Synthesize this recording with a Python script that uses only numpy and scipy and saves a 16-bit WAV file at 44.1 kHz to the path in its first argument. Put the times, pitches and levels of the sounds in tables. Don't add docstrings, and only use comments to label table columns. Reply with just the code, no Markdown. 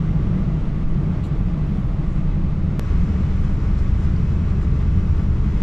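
import sys
import numpy as np
from scipy import signal
from scipy.fft import irfft
from scipy.io import wavfile
from scipy.ndimage import uniform_filter1d

SR = 44100
rng = np.random.default_rng(int(sys.argv[2]) if len(sys.argv) > 2 else 0)


def wav_out(sig):
    wavfile.write(sys.argv[1], SR, np.round(np.clip(np.atleast_2d(sig).T, -1, 1) * 32767).astype(np.int16))


N = 248194

JUMP_S = 2.79522
TIME = np.arange(N) / SR
LATE = TIME >= JUMP_S
HZ = np.fft.rfftfreq(2 ** 18, 1 / SR)

# pitch_hz, early_level_db (per Hz), late_level_db (per Hz)
ROAR_COLOUR = [(10, -35, -42.5), (58.7, -43.5, -40.5), (105.9, -46, -47), (186.8, -48, -59.5),
               (229, -59, -59.5), (336, -61.5, -62), (506, -70, -71.5), (990, -76.5, -76.5),
               (2220, -84.5, -83), (3620, -91.5, -91), (4440, -96, -95.5), (7200, -104, -101),
               (8800, -112.5, -111), (13000, -119, -118)]
# pitch_hz, width_hz, early_lift_db, late_lift_db
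CABIN_RESONANCES = [(23.2, 8.4, 2, 8.5), (39.2, 13, 9.5, 3.5), (114.7, 11, -2.5, -3.5), (146.8, 26, 8, 4),
                    (181, 17, 4, 7.5), (201.5, 20, 4.5, 6), (233.7, 42, 0.5, -2.5), (299.6, 59, 3.5, 2.5),
                    (425.5, 30, 0, 5.5), (590, 16, 3, 4), (666, 60, 5, 2), (716, 94, -2.5, -4),
                    (830, 23, 3.5, 0.5), (1148, 60, 4, 4.5), (1270, 330, 3.5, 3), (1460, 160, -0.7, 0.9),
                    (1690, 140, -2, -1), (2030, 210, 2.5, 1.8), (5430, 900, 0.5, 2)]
LOW_BAND_EDGES_HZ = [55, 112, 235]
HISS_EDGE_HZ = 1500
# pitch_hz, unrelated_part_db, left_lead_rad, left_minus_right_db
EARLY_STEREO = [(300, -100, 0, 0), (450, -50, 0, 0), (900, -39, 0, 0), (1800, -32, 0, 0),
                (10500, -19, 0, 0), (12000, -4, 0, 3)]
# pitch_hz, unrelated_part_db, left_lead_rad, left_minus_right_db
LATE_STEREO = [(60, -40, 0, .3), (230, -28, .07, .6), (430, -16, .2, 1.7), (600, -12, .15, .5),
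               (900, -8, .35, 2.3), (1170, -11, .4, 3), (1550, -7, .35, 2.7), (2700, -7.5, .7, 2.6),
               (5000, -6.5, 0, 1.3), (8000, -4, 0, 3.7), (10000, -9, 0, 1.3), (12000, -3, 0, 5)]
# start_s, level_db (rms)
SHUDDER_LEVEL = [(0, -24.5), (.5, -22.5), (.72, -23.5), (.9, -17), (1.08, -28.5), (1.33, -25), (1.46, -20),
                 (1.65, -25.5), (2.33, -19.5), (2.8, -27), (3.0, -17), (3.16, -29), (3.3, -21),
                 (3.779, -19.5), (3.92, -21), (4.4, -24), (5.05, -21.5), (5.6, -22)]
# start_s, level_db (rms)
BUFFET_LEVEL = [(0, -27.5), (.25, -23), (.48, -30), (.97, -29.5), (1.1, -25.5), (1.7, -27.5), (2.8, -28),
                (2.88, -22.5), (3.25, -24.5), (3.6, -26), (3.95, -23.5), (4.25, -26), (5.1, -22),
                (5.6, -26.5)]
# start_s, pitch_hz, level_db (rms)
BOOM_NOTE = [(1.9, 88, -41), (2.4, 85.84, -30), (2.7, 85.66, -24), (2.8, 84.8, -42), (2.88, 76.84, -25),
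             (3.3, 77.1, -23.5), (3.6, 75.8, -28.5), (3.92, 77.07, -23), (4.4, 80.8, -23),
             (4.65, 76.43, -23.5), (5.0, 81.74, -21), (5.25, 77.2, -23), (5.6, 68.16, -25)]
# start_s, level_db (rms)
DRONE_LEVEL = [(0, -22), (.5, -22), (.62, -24.7), (.9, -25.5), (1.06, -19), (1.2, -24.5), (1.82, -22),
               (1.92, -25), (2.1, -23.5), (3.65, -24.5), (3.8, -27), (4.22, -21.5), (4.4, -24.5),
               (4.65, -24.5), (4.9, -24), (5.35, -25), (5.6, -24.5)]
# start_s, gain_db
RUSH_GAIN = [(0, 1), (.35, 0.7), (1.0, 0.1), (2.75, -0.9), (2.9, 0.8), (3.6, 0.5), (4.1, -0.2), (5.0, -0.3),
             (5.6, 0.5)]
# start_s, gain_db
HISS_GAIN = [(0, 1), (1.1, -0.16), (2.75, -0.3), (2.85, 1.2), (3.0, 1), (3.15, 0.5), (3.37, 1.1),
             (3.55, -0.1), (3.75, 0.8), (4.0, 0.5), (4.45, -0.6), (5.0, 0.3), (5.35, -1.2), (5.6, 2.2)]
# centre_s, half_length_s, pitch_hz, width_hz, level_db (at peak)
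NOISE_SWELLS = [(.1, .3, 1150, 60, -51), (0.282, 0.16, 450, 120.5, -48), (0.549, 0.5, 220.5, 26.1, -39),
                (2.8, 0.22, 1430, 90, -59.5), (3.096, .4, 2170, 170, -59.5), (3.497, .2, 377, 70, -46)]
VARYING_WHINES_HZ = [2569, 5666, 10987]
# start_s, lowest_level_db, middle_level_db, highest_level_db
VARYING_WHINE_LEVELS = [(.2, -76.5, -76, -94), (.6, -70.5, -84, -90), (2.1, -70, -84, -91),
                        (2.35, -64, -85, -96), (2.75, -72, -82, -96), (2.85, -65.5, -75, -88),
                        (3.4, -69, -76, -90.5), (4.1, -70, -76, -86.5), (4.33, -64, -75, -86.5),
                        (4.55, -67, -76, -88), (4.82, -66, -75, -88), (5, -63, -72.5, -84),
                        (5.12, -74, -73, -84.5), (5.6, -68, -75.5, -85)]
# pitch_hz, early_level_db, late_level_db
STEPPED_WHINES = [(4133, -91, -75), (4899, -92, -75.7), (6212, -95, -87), (6374, -88, -88),
                  (7083, -89, -83), (8263, -93, -89), (8500, -90, -90), (9017, -100, -94),
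                  (11332, -104, -91)]
# peak_s, rise_s, fall_s, level_db (at peak), centre_hz, spread_octaves
RUSTLE_STROKES = [(.6, .049, .049, -74.5, 6500, .27), (1.45, .04, .1, -79, 12100, .14),
                  (1.67, .025, 0.21, -75, 10500, 0.35), (1.8, .012, .025, -79, 12000, .15),
                  (1.86, .005, .009, -74, 12200, 0.079), (2.13, .07, .07, -69, 7000, 0.24),
                  (3.415, .03, .045, -67, 8300, 0.24), (3.53, .035, .035, -70, 7800, .35),
                  (3.788, .014, 0.023, -56.5, 4900, .52), (3.82, .01, .018, -65, 5700, 0.57),
                  (3.985, .018, .018, -67, 6600, .34), (4.015, .014, .04, -64, 6200, .35),
                  (4.05, .012, 0.017, -57, 4300, .45), (4.627, .016, 0.019, -66, 7400, .1),
                  (5.003, .008, .01, -65, 5750, 0.061)]
# pitch_hz, width_hz, level_db
SWISH_RESONANCES = [(2900, 800, -0.5), (3980, 750, -2), (7200, 2300, -6), (10600, 2600, -19),
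                    (12700, 1200, -21)]
# start_s, level_db
TICK_HITS = [(4.162, -44), (4.167, -51)]
# pitch_hz, level_db, time_to_fall_60_db_s
TICK_RINGS = [(4480, -3, 0.022), (4780, -2, .02), (7700, -14, .01)]


def amp(db):
    return 10 ** (np.asarray(db) / 20)


def unit(x):
    return x / np.sqrt(np.mean(x ** 2) + 1e-20)


def spectra(rows):
    hz, *columns = np.transpose(rows)
    return [np.interp(np.log(HZ + 1), np.log(hz + 1), column) for column in columns]


def curves(rows):
    s, *columns = np.transpose(rows)
    return [np.interp(TIME, s, column) for column in columns]


def below(hz, order=12):
    return 1 / np.sqrt(1 + (HZ / hz) ** (2 * order))


def white():
    random = rng.standard_normal(len(HZ)) + 1j * rng.standard_normal(len(HZ))
    return random * np.sqrt(SR * len(HZ) / 2)


def wave(spectrum):
    return irfft(spectrum)[..., :N]


def drift(hz):
    points = rng.standard_normal(4000)
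    return np.interp(2 * hz * TIME, np.arange(len(points)), points) * np.sqrt(3 / 2)


def stroke(peak_s, rise_s, fall_s):
    return np.exp(-((TIME - peak_s) / np.where(TIME < peak_s, rise_s, fall_s)) ** 2)


def steadied(x, span_s):
    size = max(int(span_s * SR), 2)
    power = (x ** 2).mean(0)
    smooth_power = uniform_filter1d(uniform_filter1d(power, size), size)
    return x / np.sqrt(abs(smooth_power) + 1e-12)


def diffuse(stereo):
    apart_db, lead_rad, lean_db = spectra(stereo)
    shared = white()
    unrelated = amp(apart_db) * white()
    tilt = amp(lean_db / 2) * np.exp(.5j * lead_rad)
    return np.array([(shared + unrelated) * tilt, (shared - unrelated) / tilt])


def whines(level_db=1.0, wander_hz=2.5, fade_db=2.0):
    out = np.zeros((2, N))
    varying = list(zip(VARYING_WHINES_HZ, curves(VARYING_WHINE_LEVELS)))
    stepped = [(hz, np.where(LATE, late_db, early_db)) for hz, early_db, late_db in STEPPED_WHINES]
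    for hz, db in varying + stepped:
        angle = 2 * np.pi * np.cumsum(hz + wander_hz * drift(12)) / SR
        fade = drift(9)
        sway = LATE * drift(2.7)
        flutter_db = fade_db * np.array([fade + sway, fade - sway])
        out += np.sqrt(2) * amp(db + level_db + flutter_db) * np.sin(angle)
    return out


def noise_swells():
    out = np.zeros((2, N))
    early, late = diffuse(EARLY_STEREO), diffuse(LATE_STEREO)
    for centre_s, half_s, hz, width_hz, db in NOISE_SWELLS:
        colour = 1 / (1 + ((HZ - hz) / width_hz * np.sqrt(2)) ** 2) ** 2
        noise = late if centre_s > JUMP_S else early
        out += amp(db) * stroke(centre_s, half_s, half_s) * unit(wave(colour * noise))
    return out


def rustles(grain_db=1.5):
    out = np.zeros((2, N))
    grain = unit(amp(grain_db * drift(220)))
    early, late = diffuse(EARLY_STEREO), diffuse(LATE_STEREO)
    for peak_s, rise_s, fall_s, db, hz, octaves in RUSTLE_STROKES:
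        colour = np.exp(-.5 * (np.log2((HZ + 1) / hz) / octaves) ** 2)
        noise = late if peak_s > JUMP_S else early
        out += amp(db) * stroke(peak_s, rise_s, fall_s) * unit(wave(colour * noise))
    return out * grain


def swish(peak_s=1.246, rise_s=0.012, fall_s=0.018, tail_s=.034, body_db=-51, hiss_db=-59.5):
    colours = np.array([amp(db) / (1 + (2 * (HZ - hz) / width_hz) ** 2)
                        for hz, width_hz, db in SWISH_RESONANCES])
    hollow = np.array([hz < 5000 for hz, _, _ in SWISH_RESONANCES])
    body = unit(wave(colours[hollow].sum(0) * diffuse(EARLY_STEREO)))
    hiss = unit(wave(colours[~hollow].sum(0) * diffuse(EARLY_STEREO)))
    hollow_brush = amp(body_db) * stroke(peak_s, rise_s, fall_s) * body
    bright_brush = amp(hiss_db) * stroke(peak_s, rise_s, tail_s) * hiss
    return hollow_brush + bright_brush


def ticks(contact_s=.0004):
    out = np.zeros(N)
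    for start_s, hit_db in TICK_HITS:
        t = np.maximum(TIME - start_s, 0)
        ring = sum(amp(hit_db + db - 60 * t / t60_s) * np.sin(2 * np.pi * hz * t)
                   for hz, db, t60_s in TICK_RINGS)
        out += (1 - np.exp(-t / contact_s)) * ring
    return out


def click(step_db=-13.5, settle_s=0.0028):
    t = TIME - JUMP_S
    return amp(step_db) / 2 * np.sign(t) * np.exp(-abs(t) / settle_s)


def turbulence(roar_db, lifts_db, stereo, lowest_hz=7, top_hz=13100):
    peaks_db = sum(db / (1 + (2 * (HZ - hz) / width_hz) ** 2)
                   for (hz, width_hz, *_), db in zip(CABIN_RESONANCES, lifts_db))
    limits = (1 - below(lowest_hz, order=3)) * below(top_hz, order=30)
    roar = diffuse(stereo) * amp(roar_db + peaks_db) * limits
    low_passes = [below(hz) ** 2 for hz in LOW_BAND_EDGES_HZ + [HISS_EDGE_HZ]]
    bands = np.diff([0 * HZ] + low_passes + [0 * HZ + 1], axis=0)
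    return np.array([wave(roar * band) for band in bands])


def boom(buffet, waver_hz=2.0, hold_s=0.11):
    hz, note_db = curves(BOOM_NOTE)
    lean_db = LATE * LATE_STEREO[0][-1] * np.array([[.5], [-.5]])
    angle = 2 * np.pi * np.cumsum(hz + waver_hz * drift(5)) / SR
    note = np.sqrt(2) * amp(note_db + lean_db) * np.sin(angle)
    joint_level = np.hypot(amp(note_db), amp(curves(BUFFET_LEVEL)[0]))
    return joint_level * steadied(note + buffet, hold_s)


def cabin(span_s=0.17, eddies_db=0.54, swells_db=0.5, swells_per_s=3.5):
    early_db, late_db = spectra(ROAR_COLOUR)
    _, _, early_lifts_db, late_lifts_db = np.transpose(CABIN_RESONANCES)
    late = turbulence(late_db, late_lifts_db, LATE_STEREO)
    early = turbulence(early_db, early_lifts_db, EARLY_STEREO)
    *lows, rush, hiss = np.where(LATE, late, early)
    levels = [SHUDDER_LEVEL, BUFFET_LEVEL, DRONE_LEVEL]
    shudder, buffet, drone = (
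        amp(curves(level)[0] + swells_db * drift(swells_per_s)) * steadied(low, span_s)
        for low, level in zip(lows, levels))
    airflow = amp(curves(RUSH_GAIN)[0]) * rush + amp(curves(HISS_GAIN)[0]) * hiss
    gap = 1 - np.exp(-((TIME - JUMP_S) / .002) ** 2)
    bass = gap * (shudder + boom(buffet) + drone)
    return bass + amp(eddies_db * drift(11)) * airflow


def scene():
    return whines() + noise_swells() + rustles() + swish() + ticks() + click() + cabin()


def record(dry, edge_hz=15000):
    ends = signal.windows.tukey(N, .001)
    low_pass = signal.firwin(511, edge_hz, window=("kaiser", 9), fs=SR)
    return signal.oaconvolve(dry * ends, low_pass[None], "same", axes=1)


dry = scene()
out = record(dry)
wav_out(out)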